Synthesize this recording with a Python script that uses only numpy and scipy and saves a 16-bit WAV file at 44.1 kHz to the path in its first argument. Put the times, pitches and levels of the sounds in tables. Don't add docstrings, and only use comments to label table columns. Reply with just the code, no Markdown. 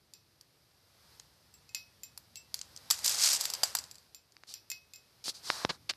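import sys
import numpy as np
from scipy import signal
from scipy.fft import rfft, irfft, next_fast_len
from scipy.io import wavfile
from scipy.ndimage import map_coordinates

SR = 44100
rng = np.random.default_rng(int(sys.argv[2]) if len(sys.argv) > 2 else 0)


def master(y):
    cut = np.clip(np.atleast_2d(y).T, -1, 1)
    pcm = np.round(cut * 32767)
    wavfile.write(sys.argv[1], SR, pcm.astype(np.int16))


N = 262836
TIME = np.arange(N) / SR
RING = np.arange(SR // 4) / SR

# (time [s], level before a common trim [dB], low hollow knock [dB re the crack],
# top-end sparkle [dB re the crack])
CLICKS = [(0.411,-39.5,-25,-13), (1.198,-33.5,-14.5,-26), (2.176,-31,-12,-5), (2.5424,-17.5,-22.5,-12),
          (2.5909,-30,-33,-20), (2.614,-24,-22,-28), (2.763,-31.5,-37,-19), (2.7742,-33.5,-28,-30),
          (2.9025,-15,-13.5,-9.5), (2.9083,-11,-13.5,-12.5), (2.9107,-9.5,-15.5,-8.5), (2.9897,-30,-11,-9),
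          (3.045,-17,-35,-9), (3.0612,-14,-38,-6.5), (3.0788,-12,-38,-18), (3.094,-17,-33,-7),
          (3.1115,-22,-32,-19), (3.3316,-18.5,-11,-4.5), (3.35,-20,-11,-10), (3.3623,-22.5,-26,-17),
          (3.4103,-17,-16,-8.5), (3.4394,-28,-8,-7), (3.4542,-16.5,-16,-10.5), (3.501,-21,-16,-11),
          (3.5373,-18.5,-16,-10.5), (3.55,-25,-13,-25), (3.6334,-13.5,-6.5,-30), (3.635,-11,-13,-9.5),
          (3.7509,-15,-6.5,-4.5), (3.769,-24,-28,-25), (3.7871,-20.5,-17.5,-15), (3.8397,-33,-23,-19),
          (3.9125,-33.5,-21,-11), (3.944,-43.5,-29,-13), (3.955,-40,-28,-14), (3.983,-42.5,-28,-20.5),
          (4.3217,-47.5,-35,-18.5)]
# (frequency [Hz], relative level [dB])
BEAD_SPECTRUM = [(1500, -29), (2600, -12.5), (3700, -9), (4700, 3), (6000, -2.5), (7700, -4.5),
                 (9500, -11.5), (11000, -49)]
# (frequency [Hz], relative level [dB])
SPARKLE_SPECTRUM = [(8000, -47), (10000, 14), (11200, 4.5), (12800, 13), (14000, 0), (15500, -44.5)]
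# (frequency [Hz], relative level [dB])
HEAP_SPECTRUM = [(350, -33.5), (600, -16), (1300, -10), (2400, -7), (3400, -5), (4700, 4), (5800, 3),
                 (8000, 1), (10500, -8.5), (13300, -11.5), (14600, -41.5)]
# (frequency [Hz], relative level [dB])
THREAD_SPECTRUM = [(300, -20.5), (2000, -23.5), (3200, -14), (4600, -2.5), (5500, -7), (7000, -12.5),
                   (9000, -15), (13000, -23.5), (14200, -36)]


def amp(db):
    return 10 ** (np.asarray(db) / 20)


def unit(x):
    return x / np.sqrt(np.mean(x ** 2) + 1e-20)


def along(points, hz):
    f, v = np.transpose(points)
    return np.interp(np.log(hz + 1), np.log(f + 1), v)


def filtered(x, gain):
    padded = next_fast_len(len(x) + 4096)
    spectrum = rfft(x, padded) * gain(np.fft.rfftfreq(padded, 1 / SR))
    return irfft(spectrum, padded)[:len(x)]


def coloured(x, spectrum):
    lowest_hz = spectrum[0][0]
    return unit(filtered(x, lambda hz: amp(along(spectrum, hz)) * np.minimum(hz / lowest_hz, 1)))


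def noise(spectrum, size=N):
    return coloured(rng.standard_normal(size), spectrum)


def gains(rows, edge=.004):
    s, *cols = np.transpose(rows)
    gate = np.clip(np.minimum(TIME - s[0], s[-1] - TIME) / edge + 1, 0, 1)
    return [gate * amp(np.interp(TIME, s, c)) for c in cols]


def wobble(rate):
    knots = rng.standard_normal(int(N * rate / SR) + 4)
    return map_coordinates(knots, [TIME * rate / SR])


def add(track, s, sound):
    part = track[max(round(s * SR), 0):][:len(sound)]
    part += sound[:len(part)]


def burst(spectrum, t60, swell=0):
    shape = amp(-60 * RING / max(t60, .001)) * (1 - np.exp(-RING / (swell + .0001)))
    x = noise(spectrum, size=len(RING)) * shape
    return x * np.linalg.norm(shape) / np.linalg.norm(x)


def impacts(rate, spread_db):
    size = amp(spread_db * np.clip(rng.standard_normal(N), -2, 2))
    return (rng.random(N) < rate / SR) * size * rng.choice([-1, 1], N)


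def background():
    # (time [s], rumble [dB], rustle before its lift [dB])
    handling = [(0.0, -76, -81.5), (0.83, -79.5, -78.5), (1.14, -70, -71.5), (1.29, -73, -76.5),
                (2.46, -70.5, -76), (2.95, -67, -66), (3.09, -63.5, -54), (3.25, -63.5, -57),
                (3.65, -71.5, -58.5), (3.8, -65, -68.5), (4.21, -81.5, -80.5), (4.68, -73.5, -78),
                (4.8, -77.5, -79), (5.28, -75.5, -75.5), (5.46, -68.5, -66.5), (5.61, -68, -64),
                (5.78, -65, -77), (5.96, -69, -74)]
    # (frequency [Hz], relative level [dB])
    rumble_spectrum = [(35, -23), (58, -1.5), (85, -0.5), (125, -1.5), (200, -7), (320, -14), (600, -27),
                       (1200, -77)]
    # (frequency [Hz], relative level [dB])
    rustle_spectrum = [(120, -14.5), (300, -10.5), (550, 0), (1300, -2.5), (3000, -6), (4900, 1.5),
                       (7000, -10.5), (13500, -9), (14500, -53.5)]
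    # (frequency [Hz], relative level [dB])
    air_spectrum = [(60, -1), (130, 4.5), (220, -13), (310, -2.5), (450, -5), (1000, -20), (3000, -19.5),
                    (4900, -30.5), (7000, -29), (13700, -22.5), (14600, -42.5)]
    rustle_lift_db, stray_db = 5.5, -15
    air_db = -76

    rumble, rustle = gains(handling)
    rumble_sway = amp(2.5 * wobble(9))
    rustle_sway = amp(rustle_lift_db + 4.8 * wobble(12))
    arms = rumble_sway * rumble * noise(rumble_spectrum) + rustle_sway * rustle * noise(rustle_spectrum)
    contacts = signal.fftconvolve(impacts(rate=9, spread_db=3), amp(-60 * RING / .008))[:N]
    stray = amp(stray_db) * rustle * coloured(contacts * rng.standard_normal(N), HEAP_SPECTRUM)
    return arms + stray + amp(air_db) * noise(air_spectrum)


def bangles():
    # (time [s], tick level before a common trim [dB], ring [dB],
    # brightness of the ring [dB per octave])
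    chinks = [(0.1366,-35.5,-64.5,2), (1.54,-48,-63.5,7), (1.692,-43.5,-65,-4.5), (1.7474,-18.5,-45,-4),
              (2.0342,-32.5,-51,5.5), (2.3567,-29.5,-55.5,0), (2.371,-45,-52.5,1), (4.1469,-35.5,-57.5,5),
              (4.5395,-25.5,-56.5,2.5), (4.7013,-27,-45.5,5), (4.7159,-23,-51,-8), (4.9357,-34,-56,0),
              (4.9594,-40,-58,2)]
    # (frequency [Hz], relative level [dB], 60 dB decay [s])
    glass_modes = [(2125, -12, .17), (2556, 0, .25), (5170, -3, .094), (5800, -7, .12), (7315, 6, .13),
                   (13865, -1, .09)]
    # (from [s], to [s])
    small_bangle = [(1.5, 1.6), (2.3, 2.4)]
    # (frequency [Hz], relative level [dB])
    shimmer_spectrum = [(2000, -11), (3500, -4), (4700, 5), (5900, 6.5), (6600, -28), (13000, -8)]
    small_pitch = 1.043
    pivot_hz = 5500

    out = np.zeros(N)
    for s, tick_db, ring_db, tilt_db in chinks:
        pitch = small_pitch if any(a < s < b for a, b in small_bangle) else 1
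        tick = burst(BEAD_SPECTRUM, t60=0.011) + amp(-13.5) * burst(SPARKLE_SPECTRUM, t60=0.028)
        shimmer = amp(-15.5) * burst(shimmer_spectrum, t60=0.24)
        add(out, s, amp(tick_db - 6.0) * (tick + shimmer))
        for hz, db, t60 in glass_modes:
            strength_db = ring_db + db + tilt_db * np.log2(hz / pivot_hz)
            phase = 2 * np.pi * (pitch * hz * RING + rng.random())
            twin = .35 * np.sin(phase * rng.uniform(1.003, 1.01))
            add(out, s, amp(strength_db - 60 * RING / t60) * (np.sin(phase) + twin))
    return out


def clicks():
    # (frequency [Hz], relative level [dB])
    bowl_modes = [(4380, -6.5), (4594, -0.5), (4797, 15.5), (5000, -19), (5600, -0.5), (5924, -6),
                  (6850, -10), (7240, 12.5), (7700, 13.5)]
    # (frequency [Hz], relative level [dB])
    knock_spectrum = [(400, -24), (620, -6), (800, 2), (1100, 1), (1400, -1), (2100, -7), (3200, -20)]
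    # (from [s], to [s])
    in_bowl = (2.8, 4.0)
    bowl_db, bowl_t60_s = -28, .065

    out = np.zeros(N)
    mode_hz, mode_db = np.transpose(bowl_modes)[:, :, None]
    for s, db, knock_db, sparkle_db in CLICKS:
        crack = burst(BEAD_SPECTRUM, t60=.014)
        strengths = amp(mode_db + 1 * rng.standard_normal(mode_db.shape))
        phases = 2 * np.pi * (mode_hz * RING + rng.random(mode_hz.shape))
        modes = np.sum(strengths * np.sin(phases), axis=0)
        ring = (in_bowl[0] < s < in_bowl[1]) * amp(bowl_db - 60 * RING / bowl_t60_s) * modes
        sparkle = amp(sparkle_db) * burst(SPARKLE_SPECTRUM, t60=0.028)
        hollow = burst(knock_spectrum, t60=0.015)
        hollow += amp(-26.0) * burst(knock_spectrum, t60=0.45, swell=0.027)
        settle = amp(-28.5) * burst(BEAD_SPECTRUM, t60=0.17, swell=0.00284)
        add(out, s, amp(db - 5) * (crack + ring + sparkle + amp(knock_db) * hollow + settle))
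    return filtered(out, lambda hz: 1 - 1 / (1 + (hz / 480) ** 6))


def stirring():
    # (time [s], rattle level [dB])
    dig = [(3.02, -65), (3.05, -31.5), (3.17, -36), (3.238, -24), (3.364, -31), (3.386, -49), (3.406, -35),
           (3.548, -57), (3.6, -101)]
    collisions_per_s, collision_spread_db, collision_t60_s = 2400, 3.7, .008
    spill_db, spill_grows, spill_t60_s = -21, 1.64, 0.34

    collisions = impacts(collisions_per_s, collision_spread_db)
    flicker = signal.fftconvolve(collisions ** 2, amp(-60 * RING / collision_t60_s) ** 2)[:N]
    rattle = coloured(np.sqrt(np.abs(flicker)) * rng.standard_normal(N), HEAP_SPECTRUM)
    power = gains(dig)[0] ** 2
    for s, db, knock_db, sparkle_db in CLICKS:
        add(power, s, amp(spill_db + spill_grows * db - 60 * TIME[:SR] / spill_t60_s) ** 2)
    return np.sqrt(power) * rattle


def snaps():
    # (time [s], level before a common lift [dB], pitch [Hz], tick [dB re the swing])
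    slips = [(4.3672, -38.5, 2260, -6), (4.436, -34.5, 1365, -8), (5.2816, -27.5, 463, -6),
             (5.502, -8.5, 1170, -13), (5.6497, -9.5, 343, -11), (5.9367, -39.5, 1680, -5)]
    swing_t60_s = 0.0017

    out = np.zeros(N)
    for s, db, hz, tick_db in slips:
        envelope = amp(-60 * RING / swing_t60_s) * (1 - np.exp(-RING / .00005))
        swing = np.cos(2 * np.pi * hz * RING) * envelope
        tick = amp(tick_db) * burst(THREAD_SPECTRUM, t60=0.0042)
        add(out, s, amp(db + 6.5) * (swing + tick))
    soft = signal.sosfilt(signal.butter(4, 5200, fs=SR, output='sos'), out)
    return signal.sosfilt(signal.butter(2, 110, 'highpass', fs=SR, output='sos'), soft)


def thread():
    # (start [s], attack [s], length [s], hiss [dB], swell [dB per s], starting hum [dB re the hiss])
    strokes = [(4.466, .025, 0.06, -51, 15, -38), (5.2402, 0.0012, 0.056, -44, 178, -31),
               (5.337, 0.015, 0.059, -46, -220, -40), (5.424, 0.068, 0.226, -38, -47.5, -17),
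               (5.704, .01, 0.052, -51.5, -180, -4.5)]
    # (frequency [Hz], relative level [dB])
    taut_spectrum = [(100, -22), (400, -3.5), (1000, 8.5), (1700, 4), (2500, -4.5), (3300, -11), (4000, 7),
                     (4700, -22.5), (8000, -38)]
    release_t60_s, tension_db_per_s = 0.064, 88

    hiss, hum, t = np.zeros(N), np.zeros(N), TIME[:SR // 2]
    for s, attack_s, length, db, swell_db, hum_db in strokes:
        pulled = np.minimum(t, length)
        attack = np.minimum(t / attack_s, 1)
        stroke = attack * amp(db + swell_db * pulled - 60 * (t - pulled) / release_t60_s)
        add(hiss, s, stroke)
        add(hum, s, stroke * amp(hum_db + tension_db_per_s * pulled))
    grip = amp(1.4 * wobble(220))
    return grip * (hiss * noise(THREAD_SPECTRUM) + hum * noise(taut_spectrum))


def tugs():
    # (time [s], level [dB], length [s], brightness [dB per octave])
    pulls = [(5.691, -30.5, 0.016, -2.5), (5.892, -26, 0.007, 2.5), (5.9, -32.5, 0.0096, 1)]
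    # (frequency [Hz], relative level [dB])
    rasp_spectrum = [(100, -20), (300, -10.5), (710, -9), (1450, -7.5), (2300, -6), (3600, -5), (4500, 0.5),
                     (6000, -11), (8700, -21.5), (14000, -38)]

    out = np.zeros(N)
    for s, db, length, tilt_db in pulls:
        shape = (1 - np.exp(-RING / 0.0027)) * amp(-60 * np.maximum(RING - length, 0) / 0.027)
        tilted = [(hz, level + tilt_db * np.log2(hz)) for hz, level in rasp_spectrum]
        add(out, s, amp(db) * shape * noise(tilted, size=len(RING)))
    return out


def room(x):
    # (frequency [Hz], 60 dB decay [s])
    decay = [(200, .28), (1000, .26), (5000, .33), (13000, .2)]
    # (frequency [Hz], relative level [dB])
    colour = [(200, 3.5), (900, 1), (2500, 1.5), (5000, -8.5), (8000, -35), (13000, 3)]

    hz, t, z = signal.stft(rng.standard_normal(SR // 2), SR, nperseg=256)
    fade = amp(along(colour, hz)[:, None] - 60 * t / along(decay, hz)[:, None])
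    tail = signal.istft(z * fade, SR, nperseg=256)[1]
    tail[:SR // 300] = 0
    return signal.fftconvolve(x, tail / np.linalg.norm(tail))[:N]


def scene():
    air_and_arms = background()
    glass = bangles()
    beads = clicks() + stirring()
    nylon = snaps() + thread() + tugs()
    wet = room(amp(-13) * beads + amp(-23.5) * glass + amp(-30.0) * nylon)
    return (beads + glass + nylon + wet + air_and_arms)[None]


def record(dry):
    top_hz = 14400
    lean = signal.sosfilt(signal.butter(3, 45, 'highpass', fs=SR, output='sos'), dry)
    return np.array([filtered(x, lambda hz: 1 / np.sqrt(1 + (hz / top_hz) ** 120)) for x in lean])


dry = scene()
out = record(dry)
master(out)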